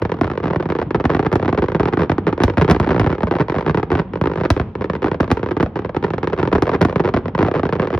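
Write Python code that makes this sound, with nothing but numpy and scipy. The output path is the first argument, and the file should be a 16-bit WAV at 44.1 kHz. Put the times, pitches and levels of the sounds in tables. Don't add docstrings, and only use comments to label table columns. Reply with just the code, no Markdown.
import sys
import numpy as np
from scipy import signal
from scipy.fft import rfft, irfft, next_fast_len
from scipy.io import wavfile

SR = 44100
rng = np.random.default_rng(int(sys.argv[2]) if len(sys.argv) > 2 else 0)


def to_wav(s):
    ch = np.atleast_2d(s).T
    pcm = np.round(np.clip(ch, -1, 1) * 32767)
    wavfile.write(sys.argv[1], SR, pcm.astype(np.int16))


N = 352359
SIZE = next_fast_len(N + 2 * SR)
HZ = np.maximum(np.arange(SIZE // 2 + 1) * SR / SIZE, 1)

# start_s, front_level_db, blast_length_ms
SHELLS = [(0.018, -7, 4.6), (0.0214, -3, 1.7), (0.051, -3, 2.2), (0.0946, -8.5, 1.5), (0.118, -2, 1.8),
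          (0.1405, -10.5, 2.4), (0.168, -20, 1.4), (0.1878, -15, 1.8), (0.212, 4, 2.5), (0.234, -4.5, 2.0),
          (0.2436, -3.5, 3.2), (0.276, -7.5, 2), (0.3, -6, 2.2), (0.3147, -6.5, 2.2), (0.3537, -15, 1.4),
          (0.3756, -4, 1.6), (0.4012, -9, 1.6), (0.4319, -11, 1.6), (0.4386, -3, 2.0), (0.456, -2.5, 2.8),
          (0.48, -7, 2.4), (0.502, -5.5, 2.1), (0.5078, -2.5, 2.0), (0.5328, -2.5, 0.92),
          (0.5596, 1.6, 2.5), (0.5988, -6, 1.8), (0.626, -9, 0.79), (0.6562, -5.5, 2.2), (0.689, -9.5, 2.6),
          (0.701, -1.5, 2.0), (0.7212, -2.5, 1.6), (0.7514, -4.5, 1.6), (0.7876, -3, 1.7),
          (0.7988, -10.5, 2), (0.8155, -3.5, 0.94), (0.8258, -8.5, 2.3), (0.9069, -4.5, 1.7),
          (0.9459, 0, 2.0), (0.9504, 0, 3.6), (0.9995, -1.5, 1.5), (1.0072, -7.5, 1.4), (1.041, -1.5, 2.2),
          (1.0535, 3.5, 3.2), (1.095, -3, 1.3), (1.1013, 2, 1.8), (1.114, -7, 1.5), (1.1349, -8, 2.6),
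          (1.1479, 2, 2.5), (1.1667, -6, 2.5), (1.1935, 2.1, 2.2), (1.2276, -6.5, 2.0), (1.2486, -5, 1.6),
          (1.2577, -5.5, 1.9), (1.2641, 0.5, 2.3), (1.3167, -4, 1.4), (1.3276, 4, 2), (1.3354, -2.5, 2.0),
          (1.3557, 4.2, 2.4), (1.3651, -7.5, 2.0), (1.397, -8, 1), (1.4269, -1.6, 2.0), (1.448, -4, 2.5),
          (1.4571, -6, 3), (1.4793, -1, 2.0), (1.4904, -2, 1.8), (1.5272, 1.6, 2.5), (1.5758, -4, 1.8),
          (1.5828, -2.5, 1.6), (1.5866, -0.9, 4.3), (1.622, -1.5, 1.7), (1.6274, -4.5, 2.0),
          (1.6394, -3.9, 1.8), (1.684, -3.5, 1.7), (1.6997, -11, 1.4), (1.7189, -6, 1.8),
          (1.7476, 2.2, 2.0), (1.7531, -3.5, 2.0), (1.7972, 1.4, 4.2), (1.805, 2.6, 1.6),
          (1.8314, -2.8, 2.0), (1.8557, 2, 2.2), (1.8801, -6.5, 2.0), (1.8851, -4, 1.9), (1.926, -5, 2.2),
          (1.9348, 0.2, 1.8), (1.9721, 1.5, 2.0), (1.9944, -3.5, 2.5), (2.0066, -1.3, 2.2),
          (2.0185, 0.5, 1.9), (2.023, -12.5, 1.6), (2.0329, -4, 1.6), (2.0449, -12, 1.6),
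          (2.0963, 1.9, 2.4), (2.1174, 1.9, 2.7), (2.1817, -0.4, 2.0), (2.268, 0.8, 1.6), (2.2746, -4, 2.1),
          (2.2801, 0.1, 2.4), (2.298, -12, 1.3), (2.327, -3.2, 2.0), (2.378, -7, 1.6), (2.4026, 1.8, 2.0),
          (2.4196, -2.5, 2.1), (2.4359, 5.5, 7), (2.4476, -8.5, 3.5), (2.4798, -1, 1.6), (2.4987, -3, 1.8),
          (2.537, -15.5, 2), (2.572, 1.5, 4.2), (2.5807, 3, 5.5), (2.5972, -4.5, 1.3), (2.6128, 3.4, 2.0),
          (2.6194, 3.8, 2.0), (2.6242, -0.3, 3), (2.646, -1.5, 2.2), (2.679, -1.1, 2.8), (2.687, 1.3, 1.6),
          (2.6962, -7.5, 1.8), (2.699, 4.8, 4.2), (2.7047, 1.5, 2.7), (2.7114, 6, 3.6), (2.717, -0.3, 3.1),
          (2.7303, -5.5, 2.5), (2.7473, -3.5, 2.2), (2.7626, -6, 2.0), (2.7994, 4, 4.2), (2.8137, -7, 3),
          (2.8286, -7.5, 2), (2.8353, -7.5, 1.9), (2.845, -7, 2), (2.8642, -7.5, 1.2), (2.8726, -3, 2.0),
          (2.8908, -1, 3.9), (2.9061, -0.5, 2.7), (2.9116, -2, 2.0), (2.9176, -2.5, 1.6),
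          (2.9301, -6.5, 2.8), (2.945, -3, 2.0), (2.9624, 0.5, 2.0), (2.979, -2.5, 2.9),
          (2.9965, 4.06, 3.6), (3.014, -0.5, 5.5), (3.0316, -9, 1.8), (3.0437, -3.5, 2.5),
          (3.0632, 1.5, 3.2), (3.0717, -2.5, 2.2), (3.095, -8.5, 1.7), (3.1019, -3.5, 2.3),
          (3.1158, -10, 1.9), (3.1269, -2, 2.6), (3.182, -8.5, 1.6), (3.2062, -5, 0.85), (3.2324, 2.6, 4.2),
          (3.2707, -6, 1.6), (3.311, 1, 1.8), (3.3235, -3.5, 0.86), (3.3383, -7, 0.88), (3.3528, -3, 2.5),
          (3.365, -6, 1), (3.3859, -7.5, 0.79), (3.3973, -2, 2.2), (3.4049, 1, 2.0), (3.4114, 1.7, 2.5),
          (3.4833, -7.5, 0.82), (3.4977, -1, 2.2), (3.52, -5, 1.6), (3.543, -6.5, 0.99), (3.552, -7, 1.6),
          (3.562, -2.4, 3.4), (3.5839, -1, 1.7), (3.6087, -6, 0.8), (3.6255, -10, 1.5), (3.6636, -1, 2.0),
          (3.6771, -4, 1.6), (3.6825, -1.8, 2.0), (3.6959, 2, 2.3), (3.7454, 0.2, 2), (3.7735, 2, 2),
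          (3.7826, -5, 1.9), (3.8297, -2, 2.2), (3.9033, -4, 1.8), (3.917, 3, 2), (3.9281, -0.9, 4.2),
          (3.9525, 0.7, 2.5), (3.979, -8, 1.4), (3.9906, -3.5, 2.3), (3.9959, -1.1, 2.5), (4.135, -9, 1.6),
          (4.156, -7, 1.6), (4.2132, 2.9, 2.3), (4.2386, -3, 1.6), (4.257, -1, 2.0), (4.2718, -1.5, 1.6),
          (4.298, -9.5, 1.5), (4.3155, -5, 1.8), (4.3573, -7, 1.6), (4.3748, -6, 2.3), (4.3825, -8.5, 2.0),
          (4.4012, -9.5, 1.4), (4.4109, -1.5, 2.2), (4.4353, -5.8, 1.8), (4.4511, -2.5, 1.6),
          (4.457, -2.5, 1.2), (4.5032, 6, 5.6), (4.5648, -3, 1.9), (4.5981, 0.5, 4.1), (4.753, -6.5, 1.6),
          (4.8099, -6, 1.6), (4.8198, -8.5, 1.6), (4.8427, -5.5, 1.6), (4.8986, 0, 1.6), (4.934, -8, 1.6),
          (4.952, -5.5, 1.9), (5.0206, -6.5, 1.6), (5.0284, -5, 1.6), (5.0433, 1.3, 2.0),
          (5.0598, -3.5, 2.0), (5.069, -10.5, 1.3), (5.082, -5.5, 1.7), (5.115, -1.2, 2.0),
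          (5.1442, -8, 1.1), (5.201, -0.4, 1.6), (5.2054, 4.15, 3), (5.23, -6.5, 1.4), (5.2426, -7.5, 2.2),
          (5.278, -12.5, 1.6), (5.3033, -3.9, 2.7), (5.3147, 5.5, 3.2), (5.3267, -8.5, 2.5),
          (5.371, -4.5, 1.8), (5.3941, -11.5, 1.5), (5.4303, -2, 1.9), (5.4611, -6.5, 1.5),
          (5.4875, -8, 1.5), (5.5096, -5, 1.6), (5.5149, -5.5, 2.2), (5.5671, -1.5, 1.6),
          (5.5996, -0.5, 2.8), (5.6056, 0, 2.0), (5.6278, 3.5, 3), (5.6611, -9, 1.1), (5.7572, -5.5, 2.1),
          (5.7669, -7, 1.6), (5.7906, -5.5, 1.9), (5.8475, -4.5, 1.8), (5.8932, -9, 1.1),
          (5.9467, -7.5, 1.1), (5.9656, -0.3, 2.0), (6.0268, -7.5, 1.8), (6.0395, -4, 1.6),
          (6.0445, -0.5, 2.0), (6.081, -12, 1.5), (6.1045, -5, 2.2), (6.1357, -2.5, 2.0),
          (6.1811, -5.5, 1.3), (6.2306, -2.0, 1.8), (6.2421, -7, 1.6), (6.273, -1, 1.6),
          (6.324, -10.5, 1.2), (6.3311, -1.5, 1.9), (6.336, -6.5, 1.4), (6.377, -9, 1.4), (6.3874, -4.5, 2),
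          (6.3949, -5.5, 2.6), (6.4006, -3.5, 2.2), (6.4146, -13, 1.6), (6.4294, 1.4, 2.0),
          (6.4528, -5, 2.0), (6.4748, -3, 1.6), (6.5161, -9, 1.4), (6.5269, 2.5, 1.8), (6.5298, 3.5, 2.8),
          (6.5515, 2, 3.9), (6.5563, 2.5, 2.5), (6.5815, -5, 1.7), (6.6225, 5, 2.2), (6.6313, -5, 1),
          (6.655, -10, 1.2), (6.6686, -6, 1.6), (6.6771, -2, 1), (6.693, 0.5, 0.74), (6.7161, -5, 2.5),
          (6.7321, -2.5, 1.6), (6.7365, -4, 1.4), (6.7443, -2, 2.6), (6.7491, -0.5, 2.3),
          (6.8101, 1.5, 1.3), (6.8152, 5.5, 2.5), (6.8257, 3.5, 2.5), (6.8499, 4.5, 2.5),
          (6.885, -9.5, 1.1), (6.8962, -6.5, 1.6), (6.926, -7, 1), (6.9584, 2.6, 1.8), (6.981, -14.5, 1.4),
          (6.996, -1, 1.4), (7.0011, 2.4, 2.1), (7.0059, -6, 2.4), (7.0387, -11, 1.2), (7.0467, -1.5, 1.6),
          (7.055, -2, 2), (7.0757, -4.5, 1.3), (7.0884, -3.5, 1.6), (7.1393, 0.8, 3.8), (7.1438, -3.3, 2.5),
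          (7.164, -1.5, 1.4), (7.1717, -3.8, 2.7), (7.2566, -4.0, 1.4), (7.2817, -8.5, 0.92),
          (7.3496, -1, 1.8), (7.3784, -6, 1.4), (7.3893, 0.3, 2.0), (7.4067, 0, 1.9), (7.4166, -2.5, 1.8),
          (7.4278, 3, 3), (7.4483, -2, 2.2), (7.465, -6.5, 2.0), (7.4836, 0.9, 1.1), (7.5135, -3.5, 1.6),
          (7.5403, -3.5, 1.2), (7.551, -3, 1.5), (7.5576, -4.5, 2.2), (7.5649, -5, 1.6), (7.595, -4, 1.4),
          (7.6324, 0, 2.3), (7.6534, -2.5, 2.0), (7.6913, -4.5, 1.1), (7.7254, 0.5, 1.9), (7.732, -4, 1.2),
          (7.7632, -9.5, 2.5), (7.7969, 1.6, 1.7), (7.8198, -6, 1.6), (7.8278, -3.5, 1.3),
          (7.8356, -6.5, 1.4), (7.853, -10, 1.4), (7.8724, -5.5, 1.6), (7.9037, -5.5, 1.3),
          (7.9283, -5.5, 1.6), (7.9389, -3.5, 1.6), (7.9474, -3, 4.2), (7.9763, -8, 1.6)]


def from_db(db):
    return 10 ** (np.asarray(db) / 20)


def at_hz(points):
    hz, value = np.transpose(points)
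    return np.interp(np.log(HZ), np.log(np.maximum(hz, 1)), value)


def filtered(order, cutoff_hz, x):
    return signal.sosfilt(signal.butter(order, cutoff_hz, "high", fs=SR, output="sos"), x)


def stereo_spectrum(mid, side):
    alike_hz = 1800
    alike = 1 / (1 + (HZ / alike_hz) ** 2)
    common = np.sqrt(1 + alike) * rfft(mid, SIZE)
    opposed = np.sqrt(1 - alike) * rfft(side, SIZE) * [[1], [-1]]
    return (common + opposed) / np.sqrt(2)


def rumble():
    level_db, lumps_db, lump_step = -27, 3.0, 1000
    # frequency_hz, density_db_per_hz
    bed_spectrum = [(18, -38.5), (30, -9), (92, 0.5), (129, -8), (250, -11.5), (653, -31.5), (1050, -32.5),
                    (1500, -46.5), (3200, -50), (4500, -65.5), (7000, -85.5), (9100, -112), (15400, -120)]
    noise = rng.standard_normal((2, SIZE))
    bed = irfft(stereo_spectrum(*noise) * from_db(at_hz(bed_spectrum)), SIZE)[:, :N]
    knots = rng.standard_normal(N // lump_step + 2)
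    lumps = np.interp(np.arange(N), np.arange(0, N + lump_step, lump_step), knots)
    return from_db(level_db + lumps_db * lumps) * bed / bed.std()


def far_scatter():
    # t60_s, level_db, dullness_hz, echoes_per_s
    reflectors = [(0.248, -14, 9170, 1900), (1.498, -21, 1960, 6500)]
    t = np.arange(2 * SR) / SR
    response = 0
    for t60_s, level_db, dull_hz, echoes_per_s in reflectors:
        hits = (t > .001) * (rng.random(len(t)) < echoes_per_s / SR)
        echoes = from_db(-60 * t / t60_s) * hits
        unit_echoes = echoes / np.sqrt(np.sum(echoes ** 2) + 1e-12)
        mid, side = rng.standard_normal((2, len(t))) * unit_echoes
        response = response + from_db(level_db) * stereo_spectrum(mid, side) / (1 + 1j * HZ / dull_hz)
    return response


def near_paths(count):
    t60_s, level_db, corner_hz = 0.048, -6.5, 560
    own_hz, own_db, taps = 1300, 2.5, 1200
    fade = from_db(-60 * np.arange(taps) / (SR * t60_s))
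    unit_fade = fade / np.sqrt(np.sum(fade ** 2))
    tails = rng.standard_normal((count, 3, taps)) * from_db(level_db) * unit_fade
    shared, own = tails[:, :1], filtered(2, own_hz, tails[:, 1:])
    return filtered(1, corner_hz, shared + from_db(own_db) * own)


def n_wave(ms, level_db, length_ms, front_hz):
    suction = 0.66 + 0.051 * length_ms
    recovery_lengths = 0.41
    fall = 1 - (1 + suction) * ms / length_ms
    recovery = -suction * np.exp(-np.maximum(ms - length_ms, 0) / (recovery_lengths * length_ms))
    wave = np.where(ms < length_ms, fall, recovery)
    shock_db, shock_db_per_db, shock_db_per_ms = -38, 5, 1.1
    steep = min(from_db(shock_db + shock_db_per_db * level_db + shock_db_per_ms * length_ms), 1)
    r = np.exp(-2 * np.pi * front_hz / SR)
    rounded = signal.lfilter([(1 - r) ** 2], [1, -2 * r, r * r], wave)
    return from_db(level_db) * (steep * wave + (1 - steep) * rounded)


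def blasts(rows):
    front_hz, front_spread_octaves = 1986, 0.73
    lag_ms, lag_ms_per_ms, lag_spread_ms = 1.563, 0.31, 0.89
    ground_db = -2.5
    out = np.zeros((4, SIZE))
    ms = np.arange(SR // 20) * 1000 / SR
    paths = near_paths(len(rows))
    fronts_hz = front_hz * 2 ** (front_spread_octaves * (rng.random(len(rows)) - .5))
    lags_ms = lag_ms + lag_ms_per_ms * np.array(rows)[:, 2] + lag_spread_ms * (rng.random(len(rows)) - .5)
    for (start_s, level_db, length_ms), lag, path, corner_hz in zip(rows, lags_ms, paths, fronts_hz):
        wave = n_wave(ms, level_db, length_ms, corner_hz)
        at, late = round(start_s * SR), round((start_s + lag / 1000) * SR)
        out[0, at:at + len(ms)] += wave
        out[1, late:late + len(ms)] += from_db(ground_db) * wave
        out[2:, at:at + len(ms)] += signal.fftconvolve(path, wave[None], axes=1)[:, :len(ms)]
    return out


def small_bursts():
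    chance, mean_wait_s, level_db, level_spread_db = .8, .012, -9, 6.0
    start_s, shell_db, _ = np.transpose(SHELLS)
    u = rng.random((len(start_s), 4))
    pop_s = start_s - mean_wait_s * np.log(u[:, 0])
    pop_db = np.minimum(shell_db, 0) + level_db + level_spread_db * (u[:, 1] - .5)
    pop_length_ms = 1.1 + u[:, 2]
    return np.c_[pop_s, pop_db, pop_length_ms][u[:, 3] < chance]


def scene():
    grass_hz = 3640
    # frequency_hz, lead_rad
    port_lead = [(120, 0), (600, 0.4), (1890, 0.4), (2330, 1.4), (2930, 1.4), (3790, .8), (5340, 0.6),
                 (6980, 2.9), (8610, 4.2), (9650, 6.0), (12100, 6.8), (12900, 9.1), (13800, 9.4),
                 (15300, 12.5), (16500, 12.2)]
    # frequency_hz, left_minus_right_db
    port_tilt = [(60, 0.5), (150, -2), (380, -1.5), (950, -0.5), (2380, -0.5), (5980, -0.5), (15000, 0.5)]
    direct, echo, *near = rfft(blasts(SHELLS) + blasts(small_bursts()))
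    air = direct + echo / (1 + 1j * HZ / grass_hz)
    half = np.array([[.5], [-.5]])
    led = air * np.exp(1j * half * at_hz(port_lead))
    ports = from_db(half * at_hz(port_tilt)) * (led + near + air * far_scatter())
    return irfft(ports, SIZE)[:, :N] + rumble()


def record(dry):
    ceiling, top_cut_hz = 0.93, 16500
    rotators_hz = 50 * 1.49 ** np.arange(14)
    # frequency_hz, gain_db
    mic_colour = [(35, -2.5), (80, -1), (125, -1), (175, 3), (260, 0.5), (400, -0.5), (600, 0), (1000, 2.5),
                  (2000, 2), (3000, 0), (5500, -1), (6700, -5.5), (7600, -13), (9000, -10), (12000, -14.5),
                  (16000, -10)]
    x = filtered(3, 55, filtered(1, 130, dry))
    x = irfft(rfft(x, SIZE) * from_db(at_hz(mic_colour)), SIZE)[:, :N]
    for hz in rotators_hz:
        tan = np.tan(np.pi * hz / SR)
        a = (tan - 1) / (tan + 1)
        x = signal.lfilter([a, 1], [1, a], x)
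    x = ceiling * np.tanh(x / ceiling)
    return signal.sosfilt(signal.cheby2(12, 80, top_cut_hz, fs=SR, output="sos"), x)


dry = scene()
out = record(dry)
to_wav(out)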